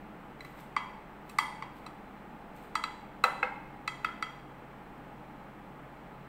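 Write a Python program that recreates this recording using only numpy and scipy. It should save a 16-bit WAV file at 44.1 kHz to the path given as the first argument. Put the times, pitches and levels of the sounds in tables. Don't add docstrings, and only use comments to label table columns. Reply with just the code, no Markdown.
import sys
import numpy as np
from scipy import signal
from scipy.fft import rfft, irfft, next_fast_len
from scipy.io import wavfile

SR = 44100
rng = np.random.default_rng(int(sys.argv[2]) if len(sys.argv) > 2 else 0)


def boost(x):
    u = np.asarray(x, float) / 20
    return 10 ** u


def materialize(psi):
    bounded = np.clip(np.atleast_2d(psi).T, -1, 1)
    quanta = np.round(bounded * 32767).astype(np.int16)
    wavfile.write(sys.argv[1], SR, quanta)


N = 276987

# t/s, knock level/dB, knock f/Hz, rim ring level/dB, contact hardness level/dB
BOWL_TAPS = [(0.4062, -54, 1170, -42.5, -52), (0.4474, -46, 1140, -46.5, -57),
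             (0.7641, -20, 1164, -28, -41.5), (1.2958, -51, 1210, -58, -46),
             (1.3856, -18, 1194, -23, -26.5), (1.6229, -30.5, 1070, -39.5, -52),
             (1.864, -39, 1250, -52, -47), (2.7535, -22.5, 1260, -29.5, -31),
             (2.838, -25.5, 1283, -33.5, -37.5), (3.2385, -14, 1308, -24, -29.5),
             (3.4284, -22, 1343, -41, -50), (3.877, -28.5, 1268, -30.5, -35.5),
             (4.0458, -21.5, 1324, -31, -42), (4.2245, -26, 1312, -30.5, -39.5)]


def rms_one(x):
    return x / np.sqrt(np.mean(x ** 2) + 1e-20)


def coloured(points, size):
    hz, level_db = np.transpose(points)
    grid_hz = np.arange(size // 2 + 1) * SR / size + 1
    weight = boost(np.interp(np.log(grid_hz), np.log(hz), level_db))
    return rms_one(irfft(rfft(rng.standard_normal(size)) * weight, size))


def ring(x, hz, t60):
    r, w = boost(-60 / (t60 * SR)), 2 * np.pi * hz / SR
    return signal.lfilter([0, np.sin(w)], [1, -2 * r * np.cos(w), r * r], x + 1e-18)


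def clicks(times, levels_db):
    x = np.zeros(N)
    x[(np.asarray(times) * SR).astype(int)] = boost(levels_db)
    return x


def struck(times, levels_db, modes, scatter_db, press_s):
    scatter = rng.normal(0, 1, (len(times), len(modes))) * scatter_db
    out = np.zeros(N)
    r = np.exp(-1 / (max(press_s, 1e-4) * SR))
    for k, (hz, mode_db, t60) in enumerate(modes):
        w = 2 * np.pi * hz / SR
        rung = ring(clicks(times, np.asarray(levels_db) + mode_db + scatter[:, k]), hz, t60)
        swelling = signal.lfilter([2 * np.sin(w) * (1 - r)], [1, -2 * r * np.cos(w), r * r], rung)
        out += swelling * (-1) ** k
    return out


def crack(times, levels_db, t60, low_hz, high_hz, rise_s=0.0001):
    r, rise = boost(-60 / (t60 * SR)), np.exp(-1 / (rise_s * SR))
    decay = np.convolve([1, -r], [1, -rise])
    shape = signal.lfilter([1 - rise], decay, clicks(times, levels_db) + 1e-18)
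    band = signal.butter(2, [low_hz, high_hz], "band", fs=SR, output="sos")
    return signal.sosfilt(band, shape * rng.standard_normal(N))


def wandering_tone(hz, level_db, drift_rad):
    phase = np.cumsum(rng.standard_normal(N)) * drift_rad
    return np.sqrt(2) * boost(level_db) * np.sin(2 * np.pi * hz * np.arange(N) / SR + phase)


def appliance():
    # f/Hz, level/dB per Hz
    fan = [(36, -35), (62, -22), (71, -19), (101, -18), (118, -12), (139, -8), (177, -3.5), (205, -3.5),
           (335, -8.5), (670, -11), (848, -12.5), (1000, -12.5), (2150, -19.5), (3500, -31.5), (4550, -50),
           (7700, -120)]
    # f/Hz, level/dB per Hz
    preamp = [(2060, -73), (3500, -22), (4200, -6.5), (4640, -9), (6660, -14), (8350, -9), (9340, -16.5),
              (12000, -14.5), (14800, -9.5), (15600, -9.5)]
    # f/Hz, width/Hz, rms level/dB
    drones = [(27.5, 17, -65.5), (166, 29, -68), (304.4, 12, -62), (835.4, 52, -56.5), (1250, 160, -62),
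              (4050, 10, -84.5)]
    duct_hz = [136.5, 206]
    # t/s, low over high tone level/dB
    duct_sway = [(0.21, -5), (0.45, 10), (1.2, -14), (1.45, 1.5), (2.9, -12), (3.11, 0.5), (3.45, -3.5),
                 (3.99, 22), (4.18, -10), (4.49, 27), (5.6, -6), (5.8, 19)]
    size = next_fast_len(N)
    out = boost(-51) * coloured(fan, size)[:N] + boost(-73) * coloured(preamp, size)[:N]
    for hz, width_hz, level_db in drones:
        settled = ring(rng.standard_normal(N + SR), hz, 1.8 / width_hz)[SR:]
        out += boost(level_db) * rms_one(settled)
    ratio = boost(np.interp(np.arange(N) / SR, *np.transpose(duct_sway)))
    low_share, high_share = ratio / np.hypot(1, ratio), 1 / np.hypot(1, ratio)
    for hz, share in zip(duct_hz, [low_share, high_share]):
        out += share * wandering_tone(hz, level_db=-58.5, drift_rad=0.0096)
    return out + wandering_tone(48.1, level_db=-62.5, drift_rad=0.01)


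def knocks(peak_s=.003, gain_db=2.5):
    out, t = np.zeros(N), np.arange(2000) / SR
    swell = (t / peak_s * np.exp(1 - t / peak_s)) ** 2.84
    for s, level_db, hz, *_ in BOWL_TAPS:
        i = int(s * SR)
        out[i:i + len(t)] += boost(level_db + gain_db) * swell * np.sin(2 * np.pi * hz * t)
    return out


def taps(floor_hz=740, knock_room_db=-4.0, rim_room_db=-4.0, arm_room_db=-8):
    # f/Hz, level/dB, t60/s
    low_modes = [(2012, 5, .035), (2228, -1, .03), (1740, -4, .02), (2026, -17, .3)]
    mid_modes = [(3238, -10, .3), (3268, -11, .36), (3295, -16, .2), (3040, -3, .015), (3650, -4, .015)]
    high_modes = [(4628, 5, .035), (3490, 0, .02), (4612, -22, .28), (4770, -13, .02), (8382, -10, .04),
                  (5716, -11, .06)]
    # f/Hz, level/dB, t60/s
    hum_modes = [(873, 10, 0.05), (1013, 13, 0.029), (899, -13, 0.51), (823, -2, 0.027)]
    # f/Hz, level/dB, t60/s
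    long_arm_modes = [(2586, 2, .035)]
    short_arm_modes = [(4004, 2, .035)]
    tip_modes = [(5500, -19, 0.042), (5674, -15, 0.067), (7100, -30, 0.014), (7410, -23, 0.037),
                 (7580, -13.5, 0.055), (8400, -6, 0.03), (10500, -36, .02)]
    # t/s, long arm level/dB, short arm level/dB, tip crack level/dB
    arm_taps = [(0.4062, -53, -45.5, -71), (0.4481, -55, -49.5, -65), (0.7638, -55, -56, -73),
                (1.2964, -48, -54, -58), (1.3865, -33, -36, -43), (1.863, -47, -45.5, -63),
                (2.7537, -35.5, -36, -54), (2.8382, -36, -33.5, -57), (3.2389, -18, -21, -41),
                (3.429, -23, -46, -64), (3.8763, -30, -35, -58), (4.0451, -28.5, -68, -54),
                (4.2251, -42, -44, -57)]
    off_glass = [.41, .45, 3.24, 3.43]
    s, knock, knock_hz, rim_low, hard = np.transpose(BOWL_TAPS)
    arm_s, arm_long, arm_short, tip = np.transpose(arm_taps)

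    above_hz = knock_hz - 1260
    hum = knock - 17 - 0.1772 * np.maximum(above_hz, 0)
    damped = np.isclose(s[:, None], off_glass, atol=.01).any(axis=1)
    rim_mid = rim_low - 8 + 0.0196 * above_hz - 10 * damped
    rim_high = rim_low - 9 + 0.4 * (hard - rim_low) - 10 * damped

    glass = [(low_modes, rim_low), (mid_modes, rim_mid), (high_modes, rim_high), (hum_modes, hum)]
    steel = [(long_arm_modes, arm_s, arm_long), (short_arm_modes, arm_s, arm_short), (tip_modes, s, hard)]
    rim = sum(struck(s, level_db, modes, scatter_db=1., press_s=.0011) for modes, level_db in glass)
    arms = sum(struck(at, level_db, modes, scatter_db=1., press_s=.0011) for modes, at, level_db in steel)

    dull = crack(s, knock - 8, t60=0.14, low_hz=855, high_hz=2760, rise_s=0.00029)
    dull = signal.sosfilt(signal.butter(2, 4500, fs=SR, output="sos"), dull)
    clatter = crack(s, hard + 8, t60=0.0046, low_hz=2520, high_hz=8330, rise_s=0.00046)
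    noise = dull + clatter + crack(arm_s, tip + 8, t60=0.025, low_hz=9300, high_hz=17200)

    radiates = signal.butter(6, floor_hz, "high", fs=SR, output="sos")
    rim, noise = signal.sosfilt(radiates, [rim, noise])
    body = knocks()
    direct = rim + noise + body + arms
    to_walls = noise + boost(rim_room_db) * rim + boost(knock_room_db) * body + boost(arm_room_db) * arms
    return direct, to_walls


def rustle():
    # start t/s, hold t/s, level/dB
    slides = [
        (0.41, .03, -69),
        (0.455, 0.14, -69),
        (0.59, .025, -64),
        (1.27, 0.11, -80),
        (1.303, .008, -62.5),
        (1.762, .015, -65),
        (2.56, .095, -65.5),
    ]
    # f/Hz, level/dB per Hz
    friction = [(2000, 9), (4000, 2), (6000, -13), (8300, -2), (10000, -15), (13000, -2), (15300, -1),
                (16000, -25)]
    # t/s, peak level/dB
    crumbs = [(0.449, -47), (0.606, -45), (1.294, -44), (1.7754, -61), (2.0094, -63), (2.5636, -49),
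              (2.5724, -59), (2.6374, -55), (4.7894, -59), (4.9794, -55), (5.5994, -64)]
    t, gain = np.arange(N) / SR, np.zeros(N)
    for s, hold_s, level_db in slides:
        early, late = np.maximum(s - t, 0), np.maximum(t - s - hold_s, 0)
        gain += boost(level_db - 400 * early - 220 * late)
    grain = boost(4.0 * rms_one(signal.lfilter([1], [1, -.96], rng.standard_normal(N))))
    s, level_db = np.transpose(crumbs)
    cracking = crack(s, level_db - 8, t60=0.017, low_hz=5000, high_hz=17000)
    return gain * grain * coloured(friction, next_fast_len(N))[:N] + cracking


def kitchen(x, first_wall_s=0.0046):
    # f/Hz, t60/s, level/dB
    walls = [(298, 0.24, 2.5), (915, 0.7, 11), (1180, 0.36, -1.5), (1514, 0.41, 6.5), (1920, 0.78, 0),
             (4300, 0.64, -1), (8950, 0.51, 5.5), (12000, 0.36, 0.5), (15500, 0.35, 2)]
    t, tail = np.arange(SR) / SR, 0
    hz, t60, level_db = np.transpose(walls)
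    for low in 200 * 2. ** (np.arange(19) / 3):
        third = signal.butter(2, [low, low * 2 ** (1 / 3)], "band", fs=SR, output="sos")
        band = signal.sosfilt(third, rng.standard_normal(SR))
        centre = np.log(low * 1.12)
        band_db = np.interp(centre, np.log(hz), level_db)
        band_t60 = np.interp(centre, np.log(hz), t60)
        tail = tail + band * boost(band_db - 60 * t / band_t60)
    tail = tail * np.clip(t / first_wall_s - 1, 0, 1)
    return signal.fftconvolve(x, tail / np.sqrt(np.sum(tail ** 2)))[:N]


def dish():
    # t/s, level/dB
    blows = [
        (3.2396, -30.5),
        (3.428, -33),
    ]
    # f/Hz, level/dB, t60/s
    dish_modes = [(498, -1, 0.1), (527, -11, 0.15), (562, -6, 0.086), (766, -10, 0.027), (784, -2.5, 0.068),
                  (907, 8.5, 0.012), (1137, 3, 0.11), (1550, -17, 0.039), (1596, 6.5, 0.043),
                  (1780, -7.5, 0.095), (2130, 9.5, 0.026), (4012, -46, 0.28), (7650, -36, .1)]
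    s, level_db = np.transpose(blows)
    thud = crack(s, level_db + 13, t60=0.098, low_hz=474, high_hz=1090, rise_s=0.0015)
    return struck(s, level_db, dish_modes, scatter_db=3.0, press_s=0.0015) + thud


def scene():
    hum = appliance()
    direct, to_walls = taps()
    food, vessel = rustle(), dish()
    tail = kitchen(to_walls + boost(-1.5) * vessel + food)
    return (direct + vessel + food + boost(-6) * tail + hum)[None]


def band_limit(x):
    return signal.sosfilt(signal.butter(12, 16750, fs=SR, output="sos"), x)


def record(dry):
    ceiling = .6
    rounded = ceiling * np.tanh(dry / ceiling)
    top_cut = signal.cheby2(16, 24, 15900, fs=SR, output="sos")
    return band_limit(signal.sosfilt(top_cut, rounded))


dry = scene()
out = record(dry)
materialize(out)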